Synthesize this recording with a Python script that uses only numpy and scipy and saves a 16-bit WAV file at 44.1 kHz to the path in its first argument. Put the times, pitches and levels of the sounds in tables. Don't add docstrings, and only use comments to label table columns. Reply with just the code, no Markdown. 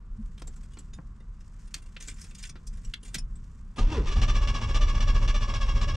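import sys
import numpy as np
from scipy import signal
from scipy.fft import rfft, irfft
from scipy.io import wavfile
from scipy.ndimage import uniform_filter1d

SR = 44100
rng = np.random.default_rng(int(sys.argv[2]) if len(sys.argv) > 2 else 0)


def put_to_file(sound):
    columns = np.atleast_2d(sound).T
    safe = np.clip(columns, -1, 1)
    whole_steps = np.round(safe * 32767)
    wavfile.write(sys.argv[1], SR, whole_steps.astype(np.int16))


N = 262836
TIME, FREQS = np.arange(N) / SR, np.fft.rfftfreq(N, 1 / SR)

# start_s, level_db, decay_s
CLUNKS = [(3.767, -43, 0.014), (3.779, -30.5, 0.026), (3.923, -40, 0.0045), (4.154, -35, 0.025)]
ENGAGE_S, ENGAGE_DB, _ = CLUNKS[1]
# pitch_hz, likeness (0 to 1)
LIKENESS = [(30, 1), (125, 0.99), (250, 0.92), (500, 0.9), (1000, 0.83), (2000, 0.79), (4000, 0.71),
            (8000, 0.96), (13000, 0.18)]


def cranking():
    # pitch_hz, width_hz, level_db
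    housing = [(1190, 55, 13), (1700, 100, 5), (1860, 160, -5), (2280, 160, 4), (2800, 320, 6),
               (3400, 130, 5), (4130, 120, -4), (4650, 160, -5), (5400, 140, -4), (5650, 200, 7),
               (7150, 150, 5), (8570, 200, 5)]
    # pitch_hz, level_db
    clash_colour = [(300, 3.5), (1000, -2.5), (1700, -4.5), (2800, 1), (5000, -1), (7500, -12.5),
                    (10500, -29.5), (15000, -51)]
    _, rattle_db, whine_db, hum_db, clash_db, _ = np.transpose(strokes())
    tooth_hz = starter_speed()
    teeth = np.cumsum(tooth_hz * (1 + .003 * wander(35))) / SR
    whine = amp(2.5) * gear_whine(teeth, tooth_hz.mean())
    whine *= surges(whine_db, rise=1, hold_s=.024, linger=.5, fall_s=.021, floor_db=-14)
    hum = amp(-.5) * np.cos(2 * np.pi * teeth) * amp(2 * wander(40))
    hum *= surges(hum_db, rise=.7, hold_s=.005, linger=1.3, fall_s=.018, floor_db=-20, early_s=.009)
    tones = cabin_echo(whine + hum, echo_db=-15, centre=1.5)
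    rattle = amp(-6.5) * gear_rattle(teeth, housing, steady=.6, puff_length=.4, flicker_db=1.5)
    rattle *= surges(rattle_db, rise=1.2, hold_s=.02, linger=.3, fall_s=.021, floor_db=-3, early_s=.004)
    clash = amp(-2) * noise(clash_colour, peaks=housing)
    clash *= surges(clash_db, rise=1.1, hold_s=.019, linger=.2, fall_s=.017, floor_db=-40)
    return tones + rattle + clash


def starter_speed(leap_share=.045, delay_s=.005, width_s=.01):
    # time_s, tooth_rate_hz
    speed = [(4.07, 585), (4.13, 562), (4.25, 565), (4.3, 582), (4.43, 555), (4.72, 556), (4.84, 574),
             (4.91, 554), (5.04, 564), (5.11, 552), (5.3, 562), (5.37, 573), (5.5, 552), (5.64, 543),
             (5.71, 550), (5.78, 547), (5.84, 562), (5.91, 546)]
    starts = np.transpose(strokes())[0]
    leaps = np.exp(-((TIME[:, None] - starts - delay_s) / width_s) ** 2).sum(1)
    return np.interp(TIME, *np.transpose(speed)) * (1 + leap_share * leaps)


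def gear_whine(teeth, tooth_hz, small_gear_teeth=9, fuzz=.15):
    # multiple_of_tooth_rate, level_db
    overtones = [(2, -1.5), (3, -8), (4, -11), (5, -8.5), (6, -9), (7, -16.5), (8, -18), (9, -17),
                 (10, -10.5), (11, -25), (12, -28), (13, -29)]
    wobble = np.exp(2j * np.pi * teeth / small_gear_teeth)
    out = np.zeros((2, N))
    for k, db in overtones:
        spread = np.arccos(np.clip(at_pitch(LIKENESS, k * tooth_hz), 0, 1))
        apart = spread * np.array([[.4], [-.4]]) * wander(18)
        phase, above, below = np.exp(2j * np.pi * rng.random(3))
        uneven = 1 + fuzz * (wander(130) + 1j * wander(130))
        uneven += amp(-8) * above * wobble + amp(-13) * below / wobble
        out += amp(db) * (phase * uneven * np.exp(1j * (2 * np.pi * k * teeth + apart))).real
    return out


def gear_rattle(teeth, peaks, steady, puff_length, flicker_db):
    # pitch_hz, level_db
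    through_wall = [(60, -54), (200, 1.5), (330, 6), (700, 2.5), (1000, 7), (1450, -1.5), (1900, -1),
                    (2700, -0.5), (4200, -6), (5200, -4.5), (6500, -9.5), (8500, -18), (10500, -32),
                    (15000, -51)]
    puffs = steady + np.exp(-(teeth % 1) / puff_length)
    return noise(through_wall, puffs * amp(flicker_db * wander(89)), peaks)


def beats(first_s=4.214, gap_s=.066, slowing_s=.000048):
    gaps = gap_s + slowing_s * np.arange(int((N / SR - first_s) / gap_s) + 1)
    return first_s + np.cumsum(gaps) - gaps


def strokes(settle_db_per_s=1.05):
    # start_s, rattle_db, whine_db, hum_db, clash_db, attack_s
    pick_up = [(4.068, -41.5, -45.5, -69, -40.5, 0.0087), (4.11, -43, -47, -66, -39.5, 0.017),
               (4.159, -45.5, -47, -66, -57, 0.018)]
    # late_s, rattle_db, whine_db, hum_db, clash_db, attack_s
    cylinders = [(0.0027, -38.5, -42.5, -48, -35, 0.0041), (-.0012, -40.5, -41, -42, -38.5, .012),
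                 (-0.0081, -39.5, -41.5, -52.5, -37.5, 0.033), (-0.0022, -38.5, -44.5, -44.5, -53, 0.021),
                 (-0.0036, -41, -41.5, -41.5, -38, 0.0034), (-0.0046, -40.5, -40.5, -43, -40, 0.014),
                 (-0.0032, -37.5, -42.5, -49, -43.5, 0.024), (0.001, -38.5, -45, -42.5, -62, 0.023)]
    rows, times = list(pick_up), beats()
    for k, s in enumerate(times):
        late, rattle, whine, hum, clash, attack = cylinders[k % len(cylinders)]
        settled = settle_db_per_s * (s - times.mean())
        rows.append((s + late, rattle - settled, whine, hum + settled, clash - 2 * settled, attack))
    return rows


def surges(levels_db, rise, hold_s, linger, fall_s, floor_db, early_s=.003):
    starts, *_, attacks = np.transpose(strokes())
    fade_in = np.clip((TIME - starts[0]) / .03, 0, 1)
    out = amp(floor_db + np.interp(TIME, starts, levels_db)) * fade_in
    t = TIME[:SR // 8]
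    for s, db, attack in zip(starts, levels_db, attacks):
        swell = np.sin(np.pi / 2 * np.minimum(t / (rise * attack), 1)) ** 2
        release = np.exp(-(np.maximum(t - hold_s - linger * attack, 0) / fall_s) ** 2)
        add(out, s - early_s, amp(db) * swell * release)
    return out


def run_up(gain_db=-1, roughness=.38, grind_db=4):
    # time_s, tooth_rate_hz, rattle_db, groan_db
    effort = [(3.76, 102.8, -54, -77), (3.789, 201.6, -47, -49), (3.875, 299.4, -49, -41),
              (3.929, 319.8, -38, -35), (3.98, 225.9, -43, -32), (4.007, 149.8, -49.5, -37),
              (4.044, 115.8, -47, -49.5), (4.071, 326.6, -43, -46), (4.1, 388, -62, -34.5),
              (4.135, 373, -57, -53)]
    # pitch_hz, level_db
    groan_colour = [(80, 10), (230, -3), (460, -4), (700, -23), (950, -11), (1500, -20.5), (3400, -25),
                    (6000, -38), (12000, -84)]
    # pitch_hz, width_hz, level_db
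    scrape = [(970, 120, 8), (1700, 200, 3), (2700, 240, 7), (3430, 180, 9), (4360, 290, 4), (5700, 300, 5)]
    times, *columns = np.transpose(effort)
    hz, rattle_db, groan_db = (np.interp(TIME, times, c) for c in columns)
    teeth = np.cumsum(hz * (1 + .018 * wander(110))) / SR
    tone = np.zeros(N)
    for k in range(1, 13):
        db = at_pitch(groan_colour, k * hz) + peak(k * hz, centre_hz=455, width_hz=76, height_db=4.6)
        tone += amp(db + grind_db * wander(99)) * np.cos(2 * np.pi * (k * teeth + rng.random()))
    groan = tone + roughness * noise(groan_colour, np.exp(-(teeth % 1) / .43))
    rattle = gear_rattle(teeth, scrape, steady=.7, puff_length=.3, flicker_db=3)
    running = (TIME > times[0]) & (TIME < times[-1])
    return amp(gain_db) * running * (amp(groan_db) * groan + amp(rattle_db) * rattle)


def engine_rocking():
    # delay_s, level_db, pitch_hz, half_length_s
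    swings = [(0.0237, 2.5, 34.7, 0.03), (0.017, -10, 23, 0.0053)]
    throbs = [(.0245, -33.5, 104.5, .024), (.02, -42.5, 219, .016)]
    # time_s, level_db
    rock_levels = [(4.2, -17.5), (4.45, -20.5), (4.62, -31), (4.79, -14.5), (4.93, -21.5), (5.05, -17),
                   (5.34, -18), (5.5, -26.5), (5.66, -19.5), (5.95, -23.5)]
    boom_levels = [(3.75, -44), (3.8, -26), (4.03, -28.5), (4.14, -36.5), (4.17, -22), (4.36, -28.5),
                   (5.26, -27), (5.34, -33), (5.58, -32), (5.96, -26.5)]
    # pitch_hz, level_db
    boom_colour = [(20, -27.5), (45, 1.5), (62, 5), (88, -4.5), (104, -9), (125, -6), (170, -20.5),
                   (225, -16.5), (300, -27), (600, -33), (3000, -100)]
    out = np.zeros(N)
    for s in beats():
        rock_db = np.interp(s, *np.transpose(rock_levels))
        for delay, db, hz, half in swings:
            out += thump(s + delay, rock_db + db, hz, half)
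        for delay, db, hz, half in throbs:
            out += thump(s + delay, db + 2.5 * rng.standard_normal(), hz, half)
    engaged = np.clip((TIME - ENGAGE_S) / .014, 0, 1)
    return out + amp(-3) * noise(boom_colour) * level(boom_levels) * engaged


def clunks(rise_s=.0087, hold_s=.013):
    # pitch_hz, level_db
    clunk_colour = [(60, -6), (200, 19), (450, 1), (800, 6.5), (1000, -4), (1220, 5.5), (1450, -9),
                    (3300, -4), (6500, -12.5), (9000, -22), (13000, -54)]
    # pitch_hz, level_db, ring_s (time to fade by 60 dB)
    gear_notes = [(1215, -1, 0.1), (1670, -7.5, 0.05), (2745, -17, 0.11)]
    blows = np.zeros(N)
    for s, db, decay in CLUNKS:
        fade = np.exp(-np.maximum(TIME - s - hold_s, 0) / decay)
        blows += amp(db) * np.clip((TIME - s) / rise_s, 0, 1) * fade
    out, t = noise(clunk_colour) * blows, TIME[:SR // 4]
    ring = sum(amp(db - 60 * np.maximum(t - hold_s, 0) / ring_s) * np.sin(2 * np.pi * hz * t)
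               for hz, db, ring_s in gear_notes)
    add(out, ENGAGE_S, amp(ENGAGE_DB - 2) * np.minimum(t / rise_s, 1) * ring)
    return out


def keys(brush_gap_s=.045):
    # start_s, middle_db, treble_db, low_db, decay_s, pitch_hz
    clinks = [(.395, -55.5, -55, -67, .005, 8800), (.4725, -54, -44.5, -48, 0.0059, 7400),
              (.5601, -60.5, -54.5, -58, 0.012, 7320), (.632, -59.5, -58.5, -63, 0.0094, 8300),
              (.718, -65, -64, -74, .004, 7900), (.734, -55.5, -57, -66, .004, 7900),
              (.7874, -55, -45.5, -51, 0.0094, 7700), (.934, -49.5, -50.5, -55, 0.0024, 6800),
              (.945, -70, -59, -61, 0.0043, 9300), (1.203, -61.5, -71, -53, 0.0046, 2000),
              (1.405, -61, -60, -72, 0.01, 5450), (2.0034, -44.5, -42.5, -53, 0.01, 6100),
              (2.0214, -46, -40, -62, 0.029, 6750), (2.081, -39, -35, -49, 0.0073, 7150),
              (2.073, -52, -40, -50, 0.0045, 7500), (2.096, -51, -41.5, -66, 0.0066, 8400),
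              (2.111, -50.5, -51, -57, 0.0042, 7300), (2.1405, -75, -52, -72, 0.0052, 7300),
              (2.1829, -56, -56, -68, .005, 5600), (2.2113, -52.5, -42, -71, 0.02, 5170),
              (2.2926, -66, -56, -84, 0.0034, 7200), (2.3086, -52, -56, -62, 0.0068, 2570),
              (2.2432, -52.5, -55, -67, .006, 5170), (2.3484, -49, -44.5, -71, 0.01, 5160),
              (2.3818, -51, -46.5, -74, 0.028, 6740), (2.427, -47, -42.5, -69, 0.0055, 5130),
              (2.451, -44, -43, -63, .005, 7100), (2.469, -56, -47, -69, 0.0076, 5700),
              (2.4936, -44.5, -43.5, -55, 0.0044, 5670), (2.6692, -58, -44, -69, 0.0084, 5750),
              (2.847, -52.5, -47.5, -72, 0.0066, 5630), (3.03, -50, -50, -51.5, 0.006, 3170),
              (3.0476, -52.5, -48.5, -58, 0.035, 9100), (3.1834, -41, -34.5, -46.5, 0.0032, 5270),
              (3.3558, -65, -55, -85, 0.0031, 7700)]
    # pitch_hz, level_db
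    key_notes = [(2640, 4.5), (3430, 6), (5090, 2), (5850, -1), (6185, -2), (6860, 2), (7200, 9.5),
                 (8260, -7), (8650, 5.5), (9190, 8), (10200, -7)]
    # start_s, end_s, treble_db
    jingles = [(1.671, 1.874, -56.5), (2.23, 2.264, -51.5), (2.711, 2.787, -59.5), (3.068, 3.147, -52),
               (3.73, 3.77, -56)]
    brushes = []
    for start, end, db in jingles:
        count = np.clip(round((end - start) / brush_gap_s), 1, 8)
        for k, (when, force, which) in enumerate(rng.random((8, 3))[:count]):
            s = start + (end - start) * (k + when) / count
            treble_db = db + 1.5 * (2 * force - 1)
            hz = key_notes[int(which * len(key_notes))][0]
            brushes.append((s, treble_db - 2.5, treble_db, treble_db - 4.5, .007, hz))
    return metal_touches(clinks + brushes, key_notes, ring_s=.052, ring_db=5.5, rise_s=.009, detune=.05)


def lock():
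    # start_s, middle_db, treble_db, low_db, decay_s, pitch_hz
    snaps = [(.378, -53, -63, -61, 0.0063, 3530), (.418, -47.5, -51, -44, 0.005, 4830),
             (.77, -54.5, -66, -49, 0.0066, 4670), (.985, -83, -85, -45, 0.0055, 1060),
             (1.741, -33.5, -34, -56.5, 0.005, 4350), (1.762, -52, -54, -56, 0.012, 2380),
             (1.964, -41.5, -70, -52, 0.0047, 3100), (2.437, -41.5, -46, -77, 0.0049, 2600),
             (2.554, -54.5, -71, -49, 0.012, 1285), (2.937, -32.5, -47, -54.5, 0.0015, 3180),
             (3.143, -33.5, -33.5, -43, 0.0099, 4020)]
    # pitch_hz, level_db
    lock_notes = [(1830, -38), (2400, -2), (3110, -5), (3600, 33), (3820, -18), (4300, -28), (5330, -7),
                  (5830, -5), (6800, 29), (8100, 2)]
    return metal_touches(snaps, lock_notes, ring_s=.026, ring_db=-6, rise_s=.0055, detune=.015)


def metal_touches(rows, notes, ring_s, ring_db, rise_s, detune, hold_s=.006):
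    # pitch_hz, level_db
    touch_colour = [(200, 19.5), (700, -0.5), (1500, 2), (5000, -1.5), (8500, 0), (10500, -14),
                    (14500, -21)]
    out, t = np.zeros(N), TIME[:SR // 8]
    bands = [signal.butter(3, edges_hz, "band", fs=SR, output="sos")
             for edges_hz in ((1600, 4800), (4800, 14500), (250, 1600))]
    scatter = noise(touch_colour, amp(2.5 * wander(500)))[0]
    attack = np.minimum(t / rise_s, 1) ** 2
    for k, (s, *bands_db, decay, main_hz) in enumerate(rows):
        fade = np.exp(-np.maximum(t - hold_s, 0) / max(decay, .002))
        blow = scatter[k * SR // 10:][:len(t)] * fade
        blow += signal.lfilter(*signal.iirpeak(main_hz, 6, fs=SR), blow)
        ring = metal_ring(t, notes, main_hz, detune) * amp(ring_db - 60 * t / ring_s)
        for band, db in zip(bands, bands_db):
            part = signal.sosfilt(band, attack * (blow + ring))
            loudest = np.sqrt(uniform_filter1d(part ** 2, size=130).max())
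            add(out, s - rise_s / 2, amp(db) * part / loudest)
    return out


def metal_ring(t, notes, main_hz, detune):
    hz, db = np.transpose(notes)[:, :, None]
    near_main = np.exp(-(np.log(hz / main_hz) / .15) ** 2)
    shares = amp(db + 4 * rng.standard_normal(hz.shape) + 5 * near_main)
    shares = np.vstack([shares, [shares.max()]])
    pitches = np.vstack([hz * (1 + detune * rng.standard_normal(hz.shape)), [main_hz]])
    waves = np.sin(2 * np.pi * (pitches * t + rng.random(shares.shape)))
    return (shares * waves).sum(0) / np.linalg.norm(shares)


def dull_thumps():
    # peak_s, level_db, pitch_hz, half_length_s
    knocks = [(0.203, -35.5, 219, 0.017), (0.994, -38.5, 154, 0.0095), (2.885, -27, 25.8, 0.036),
              (3.168, -33, 170, 0.0059), (3.242, -25.5, 28.2, 0.022), (3.429, -38, 125, 0.0086),
              (3.845, -13.5, 31.2, 0.041), (3.998, -16, 49.7, 0.015), (4.089, -19.5, 25.14, 0.026),
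              (4.167, -17.5, 38, 0.026), (4.197, -15.5, 78, 0.0088)]
    return sum(thump(*row) for row in knocks)


def thump(peak_s, db, hz, half_length_s):
    out, near = np.zeros(N), abs(TIME - peak_s) < 3 * half_length_s
    t = TIME[near] - peak_s
    out[near] = amp(db) * np.exp(-(t / half_length_s) ** 2) * np.cos(2 * np.pi * hz * t)
    return out


def rustle():
    # pitch_hz, level_db
    rustle_colour = [(300, -46), (1500, 8.5), (4000, -2), (5500, 4), (7500, 4.5), (9300, -2),
                     (10500, -11.5), (14500, -18)]
    # time_s, level_db
    rustle_levels = [(.1, -81.5), (.15, -75), (.62, -68.5), (.91, -75), (1.3, -76.5), (1.57, -68.5),
                     (1.95, -70), (2.25, -58.5), (2.42, -77), (2.9, -64), (3.05, -81), (3.44, -71),
                     (3.75, -75)]
    grain = amp(3 * wander(60) + 3 * wander(1200))
    return noise(rustle_colour, grain) * level(rustle_levels)


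def still_cabin():
    # pitch_hz, level_db
    hush = [(150, 8.5), (300, 11), (500, 1), (780, -1), (1100, 8.5), (1500, 1.5), (2200, -8), (4000, -14),
            (9000, -22), (12000, -73)]
    rumble = [(10, -37), (22, -0.5), (33, 4), (50, -5), (75, -11.5), (110, -15.5), (160, -18), (220, -20.5),
              (300, -42.5), (500, -44), (1000, -99), (4000, -110)]
    # time_s, level_db
    rumble_levels = [(0.0, -45.5), (0.19, -40.5), (2.06, -45), (2.15, -41), (2.62, -43.5), (2.88, -38),
                     (3.0, -45.5), (3.21, -37.5), (3.7, -44.5)]
    return amp(-66) * noise(hush) + amp(2) * noise(rumble) * level(rumble_levels)


def cabin_echo(sound, echo_db, centre=1):
    # pitch_hz, ring_s (time to fade by 60 dB)
    echo_times = [(100, 0.21), (400, 0.18), (1100, 0.11), (3000, 0.11), (9000, 0.04)]
    echoes = rng.standard_normal((3, SR // 4)) * (rng.random((3, SR // 4)) < .2)
    echoes[:, :SR // 500] = 0
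    hz, t, spectra = signal.stft(echoes, SR, nperseg=128)
    fade = amp(-60 * t / at_pitch(echo_times, hz)[:, None])
    tail = signal.istft(spectra * fade, SR, nperseg=128)[1]
    tail = centre * tail[2] + tail[:2]
    tail /= np.linalg.norm(tail, axis=1, keepdims=True)
    return sound + amp(echo_db) * signal.fftconvolve(np.atleast_2d(sound), tail, axes=1)[:, :N]


def noise(colour, loudness=1, peaks=()):
    mid, side = rfft(rng.standard_normal((2, N)) * loudness)
    same = np.clip(at_pitch(LIKENESS, FREQS), 0, 1)
    mid, side = mid * np.sqrt(1 + same), side * np.sqrt(1 - same)
    gain_db = at_pitch(colour, FREQS) + sum(peak(FREQS, *row) for row in peaks)
    return unit_level(irfft(np.array([mid + side, mid - side]) * amp(gain_db), N))


def peak(hz, centre_hz, width_hz, height_db):
    return height_db / (1 + (2 * (hz - centre_hz) / width_hz) ** 2)


def wander(hz):
    return unit_level(irfft(rfft(rng.standard_normal(N)) * np.exp(-(FREQS / hz) ** 2), N))


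def amp(db):
    return 10 ** (np.asarray(db) / 20)


def unit_level(x):
    return x / np.sqrt(np.mean(x ** 2) + 1e-20)


def at_pitch(rows, hz):
    pitches, values = np.transpose(rows)
    return np.interp(np.log(hz + 1), np.log(pitches + 1), values)


def level(rows):
    return amp(np.interp(TIME, *np.transpose(rows)))


def add(mix, start_s, sound):
    part = mix[..., max(round(start_s * SR), 0):][..., :sound.shape[-1]]
    part += sound[..., :part.shape[-1]]


def scene():
    background = still_cabin()
    snaps, clinks, rubbing = lock(), keys(), rustle()
    metal = amp(.5) * cabin_echo(snaps, echo_db=-9.5) + amp(-3) * cabin_echo(clinks, echo_db=-6)
    starter = clunks() + run_up() + cranking()
    return starter + engine_rocking() + metal + dull_thumps() + rubbing + background


def record(dry, top_hz=15000):
    # pitch_hz, level_db
    balance = [(200, 0), (600, .2), (1100, 2.3), (2000, .1), (4000, -.7), (8000, 0)]
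    # pitch_hz, phase_radians
    lead = [(30, 0), (250, -.05), (500, -.25), (1120, -.5), (1900, -.6), (3300, -.7), (5500, -.3),
            (12000, -.2)]
    left_over_right = amp(at_pitch(balance, FREQS)) * np.exp(1j * at_pitch(lead, FREQS))
    microphones = left_over_right ** np.array([[.5], [-.5]])
    heard = irfft(rfft(dry * signal.windows.tukey(N, .002)) * microphones, N)
    treble_cut = signal.firwin(511, top_hz, window=("kaiser", 9), fs=SR)
    return signal.oaconvolve(heard, treble_cut[None], "same")


dry = scene()
out = record(dry)
put_to_file(out)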